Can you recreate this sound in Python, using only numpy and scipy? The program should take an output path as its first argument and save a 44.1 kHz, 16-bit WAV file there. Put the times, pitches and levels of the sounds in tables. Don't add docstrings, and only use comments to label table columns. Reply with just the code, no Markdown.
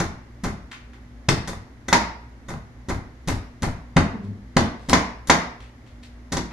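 import sys
import numpy as np
from scipy import signal
from scipy.fft import rfft, irfft, next_fast_len
from scipy.io import wavfile

SR = 44100
rng = np.random.default_rng(int(sys.argv[2]) if len(sys.argv) > 2 else 0)


def store_pcm(level_fs):
    pcm = np.round(np.clip(level_fs, -1, 1) * 32767).astype(np.int16)
    wavfile.write(sys.argv[1], SR, np.atleast_2d(pcm).T)


N = 287948
AGE = np.arange(SR // 3) / SR
USUAL_FORCE_DB = -19.5


def amp(db):
    return 10 ** (np.asarray(db) / 20)


def read(points, hz):
    f, value = np.transpose(points)
    return np.interp(np.log(np.maximum(hz, 1)), np.log(f), value)


def colour(x, points):
    size = 4096
    log_gain = np.log(amp(read(points, np.fft.rfftfreq(size, 1 / SR))))
    cepstrum = irfft(log_gain)
    cepstrum[1:size // 2] *= 2
    cepstrum[size // 2 + 1:] = 0
    response = irfft(np.exp(rfft(cepstrum)))
    return signal.fftconvolve(x, response)[:len(x)]


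def burst(x, db):
    return x * amp(db) * np.sqrt(SR / 100 / np.sum(x ** 2))


def fade(t, t60):
    return np.exp(-np.log(1000) * t / t60)


def add(track, s, x):
    i = max(int(s * SR), 0)
    track[..., i:i + x.shape[-1]] += x[..., :max(N - i, 0)]


def even(x, flatness=0.76):
    spectrum = rfft(x)
    flattened = spectrum / (np.abs(spectrum) + 1e-9) ** min(flatness, 1)
    return irfft(flattened, len(x)) * (AGE < .1)


def grains(envelope, per_s, spread_db):
    n = len(envelope)
    size = amp(abs(spread_db) * np.minimum(rng.exponential(size=n), 4))
    happens = rng.random(n) < per_s / SR
    return even(envelope * happens * size * rng.choice([-1, 1], n))


def ring(push, modes, ratio=1, scatter=0.015):
    tones = np.zeros(len(AGE))
    for hz, db, t60 in modes:
        detuned_hz = hz * ratio * (1 + scatter * rng.standard_normal())
        tone = np.sin(2 * np.pi * detuned_hz * AGE)
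        tones += amp(db) * fade(AGE, t60) * tone * rng.choice([-1, 1])
    return signal.fftconvolve(push, tones)[:len(AGE)]


# start in seconds, length of the cut in seconds, force in dB,
# fibre fizz in dB, crack in dB, pitch of the nut's thud in Hz.
CHOPS = [(0.000, 0.014, -19, -29, -34, 164), (0.436, .024, -22.5, -31.5, -50, 198),
         (1.286, 0.0085, -13.5, -24.5, -17, 129), (1.474, 0.023, -29, -32.5, -39, 191),
         (1.883, .0105, -26, -34, -37, 260), (2.484, 0.028, -29.5, -39, -55, 270),
         (2.886, 0.027, -22, -34, -43, 257), (3.275, 0.028, -20.5, -29, -29.5, 168),
         (3.622, 0.028, -20.5, -31.5, -33, 190), (3.964, .012, -10.5, -27.5, -24, 162),
         (4.566, 0.0071, -10, -24, -19.5, 217), (4.887, 0.025, -21, -30.5, -24, 236),
         (5.272, .036, -33.5, -32, -49, 197), (6.32, .021, -23.5, -26, -34, 225)]
# frequency in Hz, relative level in dB.
CRUNCH_SPECTRUM = [(100, -17.5), (220, 2.5), (350, 4.5), (500, -2.5), (700, 0.5), (1000, 1), (1350, -3.5),
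                   (2100, -5), (2800, -19.5), (5000, -25.5), (12000, -45.5)]
# mode in Hz before detuning, relative level in dB, t60 in seconds.
BLADE_MODES = [(1365, -3.5, 0.091), (1518, 4.5, 0.096), (1946, 5.5, .07), (3300, -11, .05),
               (3575, 1, 0.049), (5520, -9, 0.065), (6360, 8, 0.046)]
THUD_DB, THUD_GROWTH = -21.5, 1.34
SHOVE_DB, SHOVE_GROWTH, SHOVE_S = -19.5, 0.73, 0.019


def chops(blade_db=-20, crunch_lag=0.85, judder_db_per_s=330, firm_judder_db=-6,
          air_db_per_s=450, firm_air_db=-8, thud_lead=0.0012):
    out = np.zeros(N)
    for s, length, force_db, fizz_db, _, thud_hz in CHOPS:
        depth = AGE / length
        extra_force_db = force_db - USUAL_FORCE_DB
        fibres = grains(np.exp(-depth ** 2), per_s=4100, spread_db=4)
        crush = grains(depth ** crunch_lag * np.exp(-1.3 * depth ** 2), per_s=5500, spread_db=2.5)
        cut = burst(fizz(fibres, firm_air_db + air_db_per_s * length), fizz_db)
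        cut = cut + burst(colour(crush, CRUNCH_SPECTRUM), force_db)
        cut = cut + burst(ring(fibres, BLADE_MODES), fizz_db + blade_db)
        judder_db = firm_judder_db + judder_db_per_s * length
        body = thud(thud_hz, THUD_DB + THUD_GROWTH * extra_force_db, counter_db=-8.5, judder_db=judder_db)
        sway = rumble(SHOVE_DB + SHOVE_GROWTH * extra_force_db) * length / SHOVE_S
        add(out, s, cut)
        add(out, s - thud_lead, body + sway)
    return out


# frequency in Hz, relative level in dB.
FIZZ_SPECTRUM = [(800, -3.5), (2200, -11), (3600, 1.5), (5200, 1.5), (6600, 5), (7800, -7), (11500, -10.5),
                 (13000, -24)]


def fizz(x, air_db):
    bright = colour(x, FIZZ_SPECTRUM)
    return colour(bright, [(6000, 0.0079), (11000, air_db)])


# mode in Hz before detuning, relative level in dB, t60 in seconds.
COUNTER_MODES = [(61, -11.5, 0.39), (83, -8.5, 0.14), (115, -4, 0.14), (174.3, 10, 0.28), (270, -3, 0.057),
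                 (332.2, 4, 0.27), (400, -5, 0.1)]
# frequency in Hz, relative level in dB.
JUDDER_SPECTRUM = [(20, -7.5), (35, -3.5), (70, 5), (115, -1.5), (160, -2), (255, 0.5), (340, -7),
                   (450, -12.5), (900, -25), (3000, -81.5)]


def thud(hz, db, counter_db, judder_db, cycles=1.0, judder_s=0.024):
    turns = hz * AGE
    bounce = np.sin(2 * np.pi * turns) * np.sqrt(turns) * np.exp(-turns / cycles)
    shake = ring(np.exp(-AGE / 0.00029), COUNTER_MODES, scatter=0.039)
    swell = np.sqrt(AGE) * np.exp(-AGE / judder_s)
    judder = colour(rng.standard_normal(len(AGE)) * swell, JUDDER_SPECTRUM)
    return burst(bounce, db) + burst(shake, db + counter_db) + burst(judder, db + judder_db)


# frequency in Hz, relative level in dB.
RUMBLE_SPECTRUM = [(18, -8), (33, -9), (65, -4), (120, -8), (190, -11.5), (400, -37), (1500, -76.5)]


def rumble(db, swell_s=0.026):
    shove = rng.standard_normal(len(AGE)) * AGE * np.exp(-AGE / swell_s)
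    return burst(colour(shove, RUMBLE_SPECTRUM), db)


CRACK_DEPTH = 0.35
CRACK_HZ, CRACK_DB_PER_OCTAVE = 5270, 17.5
CATCH_DB, CATCH_DB_PER_S = -19, -650
SETTLE_S, SETTLE_SCATTER_S = .031, .004
SETTLE_TICK_DB, SETTLE_TICK_HZ = -15.5, 5200
SETTLE_KNOCK_DB, SETTLE_KNOCK_HZ = -35, 1100


def cracks(catch_delay_s=0.001984):
    out = np.zeros(N)
    for s, length, force_db, fizz_db, crack_db, _ in CHOPS:
        add(out, s + catch_delay_s, catch(CATCH_DB + CATCH_DB_PER_S * length))
        crack_hz = CRACK_HZ * 2 ** ((USUAL_FORCE_DB - force_db) / CRACK_DB_PER_OCTAVE)
        add(out, s + CRACK_DEPTH * length, snap(crack_hz, crack_db))
        settled = s + length + SETTLE_S + SETTLE_SCATTER_S * rng.standard_normal()
        tick = snap(SETTLE_TICK_HZ, fizz_db + SETTLE_TICK_DB)
        knock = snap(SETTLE_KNOCK_HZ, SETTLE_KNOCK_DB)
        add(out, settled, tick + knock)
    return out


def catch(db, contact_s=.00004):
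    return burst(ring(np.exp(-AGE / contact_s), BLADE_MODES), db)


def snap(hz, db, t60=0.0096):
    click = even(rng.standard_normal(len(AGE)) * fade(AGE, t60))
    return burst(husk(click, hz), db)


def husk(x, hz, low_db=-22, high_db=-13, top_db=-36):
    return colour(x, [(hz / 4, low_db), (hz * 0.45, -1), (hz * 1.09, -1), (hz * 2.2, high_db), (hz * 5, top_db)])


# start in seconds, smack in dB, edge click in dB, board ring in dB,
# thud in dB, pitch ratio of the board's modes.
STRIKES = [(1.927, -8.5, -14, -11, -16.5, 0.93), (4.930, -8.5, -16.5, -19, -16, 1),
           (5.297, -6, -13.5, -13.5, -17, 0.93), (6.368, -25, -27, -29, -22.5, 0.94)]
# mode in Hz before the pitch ratio, relative level in dB, t60 in seconds.
BOARD_MODES = [(760, -16, 0.044), (830, -35.5, 0.03), (921, -8.5, 0.093), (1003, 11, 0.059),
               (1064, 0.5, 0.068), (1490, -14, .07), (1501, -5.5, 0.097), (1727, -4.5, 0.16),
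               (2040, -7, 0.11)]
# frequency in Hz, relative level in dB.
SMACK_SPECTRUM = [(100, -30), (220, -4.5), (340, 1), (460, -1.5), (750, 1), (1050, 2.5), (1350, -3),
                  (2100, -1), (2700, -13), (5000, -21), (12000, -48.5)]


def strikes(blade_db=-12, thud_hz=250, edge_delay=0.001933, air_db=-5):
    out = np.zeros(N)
    for s, smack_db, click_db, ring_db, thud_db, ratio in STRIKES:
        contact = grains(fade(AGE, 0.085), per_s=7000, spread_db=-1.0)
        edge = grains(fade(AGE, 0.025), per_s=7000, spread_db=1)
        board = ring(np.exp(-AGE / .0001), BOARD_MODES, ratio, scatter=0.0034)
        smack = burst(colour(contact, SMACK_SPECTRUM), smack_db)
        add(out, s, smack + thud(thud_hz, thud_db, counter_db=-2.5, judder_db=-1.5))
        click = burst(fizz(edge, air_db), click_db)
        steel = burst(ring(edge, BLADE_MODES), click_db + blade_db)
        add(out, s + edge_delay, click + steel + burst(board, ring_db))
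    return out


ROCK_START_S, ROCK_LENGTH_S, ROCK_DB, ROCKS_PER_S = 4.125, 0.269, -18, 20.1
ROCK_FIRST_HZ, ROCK_LAST_HZ, ROCK_SAG_S = 250.5, 200, 0.0352


def rocking(overtone_db=-17, throb=0.49, wobble=0.053, low_db=-1, low_peak=0.61, low_width=0.22,
            roughness=0.59):
    t = np.arange(int(ROCK_LENGTH_S * SR)) / SR
    progress = t / ROCK_LENGTH_S
    rock = np.cos(2 * np.pi * ROCKS_PER_S * t)
    drift = np.interp(progress, np.linspace(0, 1, num=10), rng.standard_normal(size=10))
    rough = np.interp(progress, np.linspace(0, 1, num=60), rng.standard_normal(size=60))
    sagging_hz = ROCK_LAST_HZ + (ROCK_FIRST_HZ - ROCK_LAST_HZ) * np.exp(-t / ROCK_SAG_S)
    phase = 2 * np.pi * np.cumsum(sagging_hz * (1 + wobble * drift)) / SR
    harmonics = sum(amp(overtone_db * k) * np.sin((k + 1) * phase) for k in range(3))
    groan = (1 - throb * rock) * (1 + roughness * rough) * harmonics
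    low = amp(low_db) * np.exp(-((progress - low_peak) / low_width) ** 2) * np.sin(phase / 2)
    shaped = (groan * np.sqrt(1 - progress) + low) * signal.windows.tukey(len(t), .1)
    out = np.zeros(N)
    add(out, ROCK_START_S, burst(shaped, ROCK_DB))
    return out


# start in seconds, time scale of the stroke in seconds,
# level in dB, frequency of the husk's resonance in Hz.
RUBS = [(0.712, 0.026, -34, 2280), (0.928, 0.022, -47, 1880), (4.232, .027, -55.5, 4100),
        (4.79, 0.22, -50.5, 4270), (5.6, 0.045, -46, 3000), (5.861, .04, -52, 2830),
        (6.025, 0.024, -45, 3670), (6.506, 0.04, -41.5, 1700)]


def rubs(tick_db=-3, tick_growth=1.4, loud_db=-32, tick_delay_s=0.0056, air_db=-28, blade_db=-13):
    out = np.zeros(N)
    for s, length, db, hz in RUBS:
        stroke = AGE / length
        scuff = grains(stroke ** .5 * np.exp(-1.5 * stroke), per_s=2700, spread_db=6.5)
        brush = burst(husk(scuff, hz, top_db=air_db), db)
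        steel = burst(ring(scuff, BLADE_MODES), db + blade_db)
        add(out, s, brush + steel)
        add(out, s + tick_delay_s, snap(hz, loud_db + tick_db + tick_growth * (db - loud_db)))
    return out


# frequency in Hz, relative level in dB.
SCATTERING = [(120, -16), (350, -5.5), (800, -7)]


def near(x, direct_db=-3, early_db=-4, early_t60=0.17, gap_s=0.0015):
    early = diffuse(len(AGE)) * fade(AGE, early_t60) * (AGE > gap_s)
    early = np.array([colour(side, SCATTERING) for side in early])
    response = amp(early_db) * early / np.sqrt(np.sum(early ** 2) / 2)
    response[0, 1] += amp(direct_db)
    response[1, 0] += amp(direct_db)
    return signal.fftconvolve(x[None], response, axes=1)[:, :N]


# frequency in Hz, left-right correlation.
ROOM_LIKENESS = [(60, 0.94), (150, 0.97), (300, 0.89), (600, 0.69), (1200, 0.015), (5000, 0)]


def diffuse(n):
    likeness = np.clip(read(ROOM_LIKENESS, np.fft.rfftfreq(n, 1 / SR)), -.9, .995)
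    mid, side = rfft(rng.standard_normal((2, n)))
    shared = mid * np.sqrt((1 + likeness) / 2)
    opposed = side * np.sqrt((1 - likeness) / 2) * np.array([[1], [-1]])
    return irfft(shared + opposed, n)


# frequency in Hz, t60 in seconds.
ROOM_T60 = [(60, 0.41), (200, 0.4), (600, 0.55), (2000, 0.53), (5000, 0.41), (11000, 0.3)]


def kitchen(x, tail_db=-9.5, build_s=0.0051):
    t, hz = np.arange(SR) / SR, np.fft.rfftfreq(SR, 1 / SR)
    noise = rfft(diffuse(SR))
    octave = np.round(np.log2(np.maximum(hz, 64)))
    tail = np.zeros((2, SR))
    for k in np.unique(octave):
        band = irfft(noise * (octave == k), SR)
        tail += band * fade(t, read(ROOM_T60, 2 ** k))
    tail = tail * (1 - np.exp(-t / build_s))
    response = amp(tail_db) * tail / np.sqrt(np.sum(tail ** 2) / 2)
    return signal.fftconvolve(x[None], response, axes=1)[:, :N]


# frequency in Hz, relative level in dB.
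HUSH_SPECTRUM = [(25, -11.5), (40, -11.5), (55, 5.5), (75, -5.5), (115, -5), (160, -15), (255, -8),
                 (400, -18.5), (1500, -25.5), (2050, -23.5), (2500, -33.5), (6600, -39), (8000, -47.5),
                 (12000, -48)]
# frequency in Hz, level in dB around which it wavers.
HUM = [(59.2, -48), (118.4, -55), (242.2, -55)]
HUSH_DB = -46.5


def fridge():
    t = np.arange(N) / SR
    hush = np.array([colour(side[:N], HUSH_SPECTRUM) for side in diffuse(next_fast_len(N, True))])
    out = hush * amp(HUSH_DB) / hush.std()
    knots, waver_db = np.linspace(0, t[-1], num=40), 2.2
    for hz, db in HUM:
        waver = np.interp(t, knots, rng.standard_normal(len(knots)))
        tone = np.sin(2 * np.pi * (hz * t + rng.random()))
        out = out + np.sqrt(2) * amp(db + waver_db * waver) * tone
    return out


# frequency in Hz, left minus right in dB.
MIC_BALANCE = [(60, 2.2), (130, 2.1), (260, .5), (500, -1.2), (1000, -3.5), (2000, 2), (4300, 5.3),
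               (6500, -.8)]


def scene():
    front, back = (chops() + cracks() + strikes() + rubs() + rocking() for _ in range(2))
    wet = near(front) + kitchen(front) + kitchen(back)
    ports = []
    for x, sign in zip(wet, (1, -1)):
        ports.append(colour(x, [(hz, sign * db / 2) for hz, db in MIC_BALANCE]))
    return np.array(ports) + fridge()


TOP_HZ = 12250


def record(dry):
    rounded = dry / (1 + (dry / .9) ** 6) ** (1 / 6)
    low_pass = signal.ellip(8, .2, 70, TOP_HZ, fs=SR, output="sos")
    return signal.sosfilt(low_pass, rounded)


dry = scene()
out = record(dry)
store_pcm(out)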